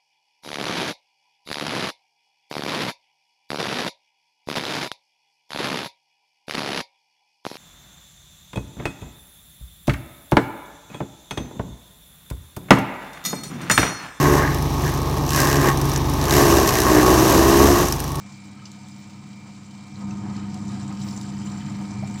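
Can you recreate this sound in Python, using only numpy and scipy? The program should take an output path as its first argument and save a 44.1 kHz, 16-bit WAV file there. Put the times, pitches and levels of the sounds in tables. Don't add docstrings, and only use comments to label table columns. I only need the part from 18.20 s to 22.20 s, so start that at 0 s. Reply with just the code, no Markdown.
import sys
import numpy as np
from scipy import signal
from scipy.fft import rfft, irfft
from scipy.io import wavfile

SR = 44100
rng = np.random.default_rng(int(sys.argv[2]) if len(sys.argv) > 2 else 0)


def wav_out(sig):
    wavfile.write(sys.argv[1], SR, np.round(np.clip(np.atleast_2d(sig).T, -1, 1) * 32767).astype(np.int16))


N = 176400
T = np.arange(N) / SR

# pitch_hz, level_db at 0 dB load, load_share
HUM_TONES = [(71.5, -54, 1.3), (99.9, -42.5, 1), (199.8, -32.5, 1.03), (216, -43.3, .9),
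             (299.7, -47.3, 1.05), (316.4, -53, 1), (382.6, -60.5, 1.2), (735, -60, .8),
             (915.4, -55.5, 1.1), (1215, -63, 1.2)]


def motor_hum(load_db, waver_db=1, waver_hz=5.7):
    return sum(tone(hz, db + share * load_db + waver_db * wander(waver_hz))
               for hz, db, share in HUM_TONES)


# centre_s, rumble_swell_db, scrape_swell_db
LUMP_SWELLS = [(.06, 1, 1), (.33, 2.5, 0), (1.03, 4, 0.5), (2.06, 2, 3), (2.52, 2, 0), (2.71, 0, 1.5),
               (3.38, 2, -1.5), (3.6, 0.5, 2), (3.81, 4, 0)]
# freq_hz, density_db
RUMBLE_SPECTRUM = [(20, -30), (52, -29), (68, -24), (90, -16), (112, -5.5), (140, 3), (156, -8),
                   (180, -6.5), (205, -13.5), (240, -9), (252, -11.5), (272, -12), (310, -11.5),
                   (345, -22.5), (410, -24), (455, -38), (700, -78), (2500, -110)]
# freq_hz, density_db
SCRAPE_SPECTRUM = [(100, -33), (350, -12.5), (490, -0.5), (620, -3.5), (800, -4.5), (1100, -1.5),
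                   (1400, -6), (2200, -10), (3200, -23), (7000, -26), (12000, -81)]
# pitch_hz, width_hz, level_db at 0 dB load
DRUM_MODES = [(490, 32, -63.5), (712.4, 43, -57.5), (747, 29, -58), (860, 30, -58.5), (936.5, 31, -56),
              (1037, 37, -57), (1240, 40, -60), (1259, 29, -57)]


def rollers(load_db, rumble_db=-36.5, scrape_db=-52, flutter_db=1.73, lump_s=.081):
    scrape_load_share, drum_load_share = .58, .82
    shake_db, rub_db = sum(np.outer(swells_db, np.exp(-((T - centre_s) / lump_s) ** 2))
                           for centre_s, *swells_db in LUMP_SWELLS)
    rumble = unit(colour(noise(), RUMBLE_SPECTRUM)) * amp(rumble_db + load_db + shake_db)
    contact = amp(flutter_db * wander(32) + rub_db)
    scrape = unit(colour(contact * noise(), SCRAPE_SPECTRUM))
    scrape *= amp(scrape_db + scrape_load_share * load_db)
    drum = np.zeros(N)
    for hz, width_hz, db in DRUM_MODES:
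        ring = resonate(contact * noise(), hz, width_hz)
        drum += amp(db) * unit(resonate(ring, hz, 4 * width_hz))
    return rumble + scrape + drum * amp(drum_load_share * load_db)


# time_s, level_db
CRACKLE_ENVELOPE = [(0, -60.5), (.2, -58.5), (.35, -69), (.72, -56.5), (.95, -64), (1.65, -60.5),
                    (1.95, -57.5), (2.38, -55.5), (2.5, -50), (2.68, -56), (2.9, -47), (3.12, -52.5),
                    (3.28, -51), (3.55, -53.5), (3.8, -54), (3.9, -55.5), (4, -47)]
# freq_hz, gain_db
CRACKLE_FILTER = [(1500, -34), (3500, -4.5), (5000, -1.5), (6250, 2), (6600, -14.5), (7000, 6), (7700, 1),
                  (8500, -11), (9500, -16), (11000, -26), (12500, -26), (14000, -36), (15200, -23),
                  (16000, -28)]
# time_s, level_db
SQUELCH_ENVELOPE = [(0, -64), (.5, -62), (1.05, -69), (1.7, -67), (2, -66), (2.17, -53), (2.4, -61),
                    (2.57, -52.5), (2.72, -54), (2.95, -53.5), (3.15, -56), (3.42, -50.5), (3.72, -59),
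                    (4, -51)]
# freq_hz, gain_db
SQUELCH_FILTER = [(500, -17), (1200, -1.5), (1800, 1.5), (2300, 3), (2700, -3), (3050, 1.5), (3550, -10),
                  (4200, -4), (5500, -11), (8000, -21), (12000, -59)]
# time_s, level_db
SPATTER_ENVELOPE = [(0, -71), (.45, -73), (.72, -68), (1, -74), (2.05, -79), (2.42, -72), (2.56, -68),
                    (2.75, -69), (2.91, -52.5), (3.08, -72), (3.2, -72), (3.29, -64), (3.46, -71),
                    (3.6, -59.5), (3.72, -74), (4, -60)]
# freq_hz, gain_db
SPATTER_FILTER = [(4000, 3), (7500, 5.5), (9000, 0.5), (11000, -8.5), (12500, -19), (14000, -9), (15200, 4),
                  (16000, -1)]


def batter_bubbles():
    pops = bubbles(per_s=3600, spread_db=3.3, ring_cycles=11, band_hz=(2494, 15250))
    squishes = bubbles(per_s=1500, spread_db=2.5, ring_cycles=8.9, band_hz=(1094, 5670))
    specks = bubbles(per_s=1200, spread_db=4, ring_cycles=14, band_hz=(7150, 17200))
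    crackle = unit(colour(pops, CRACKLE_FILTER)) * amp(curve(CRACKLE_ENVELOPE))
    squelch = unit(colour(squishes, SQUELCH_FILTER)) * amp(curve(SQUELCH_ENVELOPE))
    spatter = unit(colour(specks, SPATTER_FILTER)) * amp(curve(SPATTER_ENVELOPE))
    return crackle + squelch + spatter


def bubbles(per_s, spread_db, ring_cycles, band_hz, clump_db=2):
    size_db = spread_db * np.minimum(rng.exponential(1, N), 5) + clump_db * wander(44)
    size = amp(size_db) * rng.choice([-1, 1], N)
    pitch_hz = rng.uniform(*band_hz, N)
    starts = np.flatnonzero(rng.random(N) < per_s / SR)[:, None]
    lag = np.arange(SR // 160)
    cycles = pitch_hz[starts] * lag / SR
    strength = (size * np.sqrt(pitch_hz))[starts]
    rings = strength * np.exp(-2 * cycles / ring_cycles) * np.sin(2 * np.pi * cycles)
    return unit(np.bincount((starts + lag).ravel(), rings.ravel(), N)[:N])


# start_s, peak_db, pitch_hz, width_hz, decay_s
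DROP_TICKS = [(.1231, -39, 7000, 4000, 0.0012), (.245, -44, 12000, 6000, .003),
              (0.517, -33.5, 7300, 2500, .0011), (.686, -37.5, 12000, 4000, 0.0027),
              (.713, -42, 7500, 2500, .002), (1.672, -44, 13000, 4000, 0.0018),
              (1.757, -40.5, 4100, 600, .004), (1.9086, -37, 6040, 300, 0.0018),
              (1.9719, -39.5, 7340, 2000, .004), (2.1655, -35.5, 3900, 2500, 0.0045),
              (2.3432, -34, 7800, 6000, 0.0025), (2.4806, -32.5, 6900, 2500, .003),
              (2.544, -38, 7260, 4000, 0.0044), (2.6783, -34, 7100, 2500, 0.0028),
              (2.7256, -37, 8500, 4000, .003), (2.9088, -34, 7200, 4000, 0.0022),
              (2.976, -27.5, 6840, 2470, 0.0013), (3.012, -29.5, 10000, 7000, 0.0027),
              (3.2725, -34.5, 7450, 4970, .003), (3.522, -39, 7300, 2500, .002),
              (3.8741, -34, 7500, 2000, 0.0048), (3.911, -34, 7200, 3000, .004),
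              (3.959, -37, 7900, 800, .003)]
# freq_hz, gain_db
DROP_FILTER = [(1500, -30), (3500, -2.5), (5500, -1.5), (7700, 1), (8700, -15.5), (11000, -14.5),
               (12500, -33), (14000, -19), (15200, -14), (16000, -19)]


def drops():
    out, t = np.zeros(N), T[:SR // 8]
    for start_s, peak_db, hz, width_hz, decay_s in DROP_TICKS:
        burst = noise(len(t)) * np.exp(-t / decay_s)
        tick = colour(resonate(burst, hz, width_hz), DROP_FILTER)[:len(t) // 2]
        add(out, start_s, amp(peak_db) * tick / abs(tick).max())
    return out


# start_s, peak_db, pitch_hz, width_s
AIR_POCKETS = [(.371, -49, 1260, .008), (.42, -44, 1225, .009), (1.909, -42, 2600, 0.0034),
               (2.70, -41, 750, .007), (3.825, -35, 620, .007), (3.835, -32.5, 750, 0.0039)]


def plops(rise_per_s=4.8):
    out, t = np.zeros(N), T[:SR // 8]
    for start_s, peak_db, hz, width_s in AIR_POCKETS:
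        swell = 2 * t / width_s * np.exp(1 - 2 * t / width_s)
        cycles = hz * t * (1 + rise_per_s * t / 2)
        add(out, start_s, amp(peak_db) * swell * np.sin(2 * np.pi * cycles))
    return out


# pitch_hz, gain_db, t60_s
STEEL_MODES = [(2830, -4, 0.05), (3413, -12, .07), (4420, -3, 0.039), (4760, -5, 0.042), (5160, 0, 0.032),
               (5600, -5, 0.036), (6120, 1.5, 0.034), (7278, -3, 0.041)]
# freq_hz, density_db
RASP_SPECTRUM = [(1500, -28), (2800, -4), (3600, -9), (4400, 2.5), (6200, -2), (6800, -16), (7700, -14),
                 (10000, -25), (13000, -40)]


def clink(start_s=.4544, attack_s=.0008, ring_db=-41, rasp_db=-38, rasp_decay_s=.0048):
    out, t = np.zeros(N), T[:SR // 8]
    ring = sum(amp(ring_db + db - 60 * t / t60_s) * np.sin(2 * np.pi * (hz * t + rng.random()))
               for hz, db, t60_s in STEEL_MODES)
    rasp = amp(rasp_db) * unit(colour(noise(len(t)), RASP_SPECTRUM)) * np.exp(-t / rasp_decay_s)
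    add(out, start_s, (ring + rasp) * np.minimum(t / attack_s, 1))
    return out


# pitch_hz, base_db
WHINE_TONES = [(2206, -65), (2256, -80), (2353.1, -61), (2402.1, -68.5)]
# time_s, gain_db
WHINE_ENVELOPE = [(0, 2), (.25, 3), (.36, -1), (.85, 0), (1.02, -2.5), (1.2, 2.5), (1.45, -3.5),
                  (1.66, 1.5), (2.05, -2), (2.4, -0.5), (2.6, -2), (3.55, 1), (3.85, 8), (4, 3)]


def motor_whine(waver_db=1, waver_hz=18):
    return sum(tone(hz, db + curve(WHINE_ENVELOPE) + waver_db * wander(waver_hz))
               for hz, db in WHINE_TONES)


# freq_hz, density_db
HISS_SPECTRUM = [(800, -48), (1400, -9.5), (1800, -20.5), (2000, -5), (2400, -6.5), (2600, -8),
                 (3100, -6.5), (3350, -10.5), (3850, -7.5), (4600, -7.5), (6300, -9), (6600, -6),
                 (6900, -11), (7400, -6), (8300, -15.5), (10000, -26), (12300, -37), (14000, -44),
                 (15000, -30), (15500, -19)]


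def hiss(level_db=-57.5, flutter_db=2.25, flutter_hz=88):
    return unit(colour(noise(), HISS_SPECTRUM)) * amp(level_db + flutter_db * wander(flutter_hz))


def room(x, t60_s=.13, gain_db=-5):
    t = T[:SR // 3]
    tail = noise(len(t)) * (rng.random(len(t)) < .1) * amp(-60 * t / t60_s)
    return amp(gain_db) * signal.fftconvolve(x, tail / np.linalg.norm(tail))[:N]


def amp(db):
    return 10 ** (np.asarray(db) / 20)


def unit(x):
    return x / np.sqrt(np.mean(x ** 2) + 1e-20)


def noise(samples=N):
    return rng.standard_normal(samples)


def curve(points):
    return np.interp(T, *np.transpose(points))


def add(mix, start_s, sound):
    part = mix[round(start_s * SR):][:len(sound)]
    part += sound[:len(part)]


def colour(x, points):
    hz, db = np.transpose(points)
    bins_hz = np.fft.rfftfreq(len(x), 1 / SR)
    gain = amp(np.interp(np.log(bins_hz + 1), np.log(hz), db))
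    return irfft(rfft(x) * gain, len(x))


def wander(rate_hz):
    bins_hz = np.fft.rfftfreq(N, 1 / SR)
    gain = (bins_hz > 2) * np.exp(-(bins_hz / rate_hz) ** 2)
    return unit(irfft(rfft(noise()) * gain, N))


def resonate(x, hz, width_hz):
    carrier = np.exp(2j * np.pi * hz * np.arange(len(x)) / SR)
    pole = np.exp(-np.pi * width_hz / SR)
    return 2 * (carrier * signal.lfilter([1 - pole], [1, -pole], x / carrier)).real


def tone(hz, rms_db):
    return np.sqrt(2) * amp(rms_db) * np.sin(2 * np.pi * (hz * T + rng.random()))


# time_s, load_db
MACHINE_LOAD = [(0, -12), (1.68, -10.5), (1.76, -6.5), (1.85, 0.5), (2.08, .3), (2.35, 0), (4, 0)]


def scene():
    load_db = curve(MACHINE_LOAD)
    machine = motor_hum(load_db) + rollers(load_db) + motor_whine()
    contents = batter_bubbles() + drops() + plops() + clink() + hiss()
    return (machine + contents + room(contents))[None]


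def record(dry, cutoff_hz=15560):
    lowpass = signal.firwin(701, cutoff_hz, window=("kaiser", 8), fs=SR)
    return signal.oaconvolve(dry, lowpass[None], "same")


dry = scene()
out = record(dry)
wav_out(out)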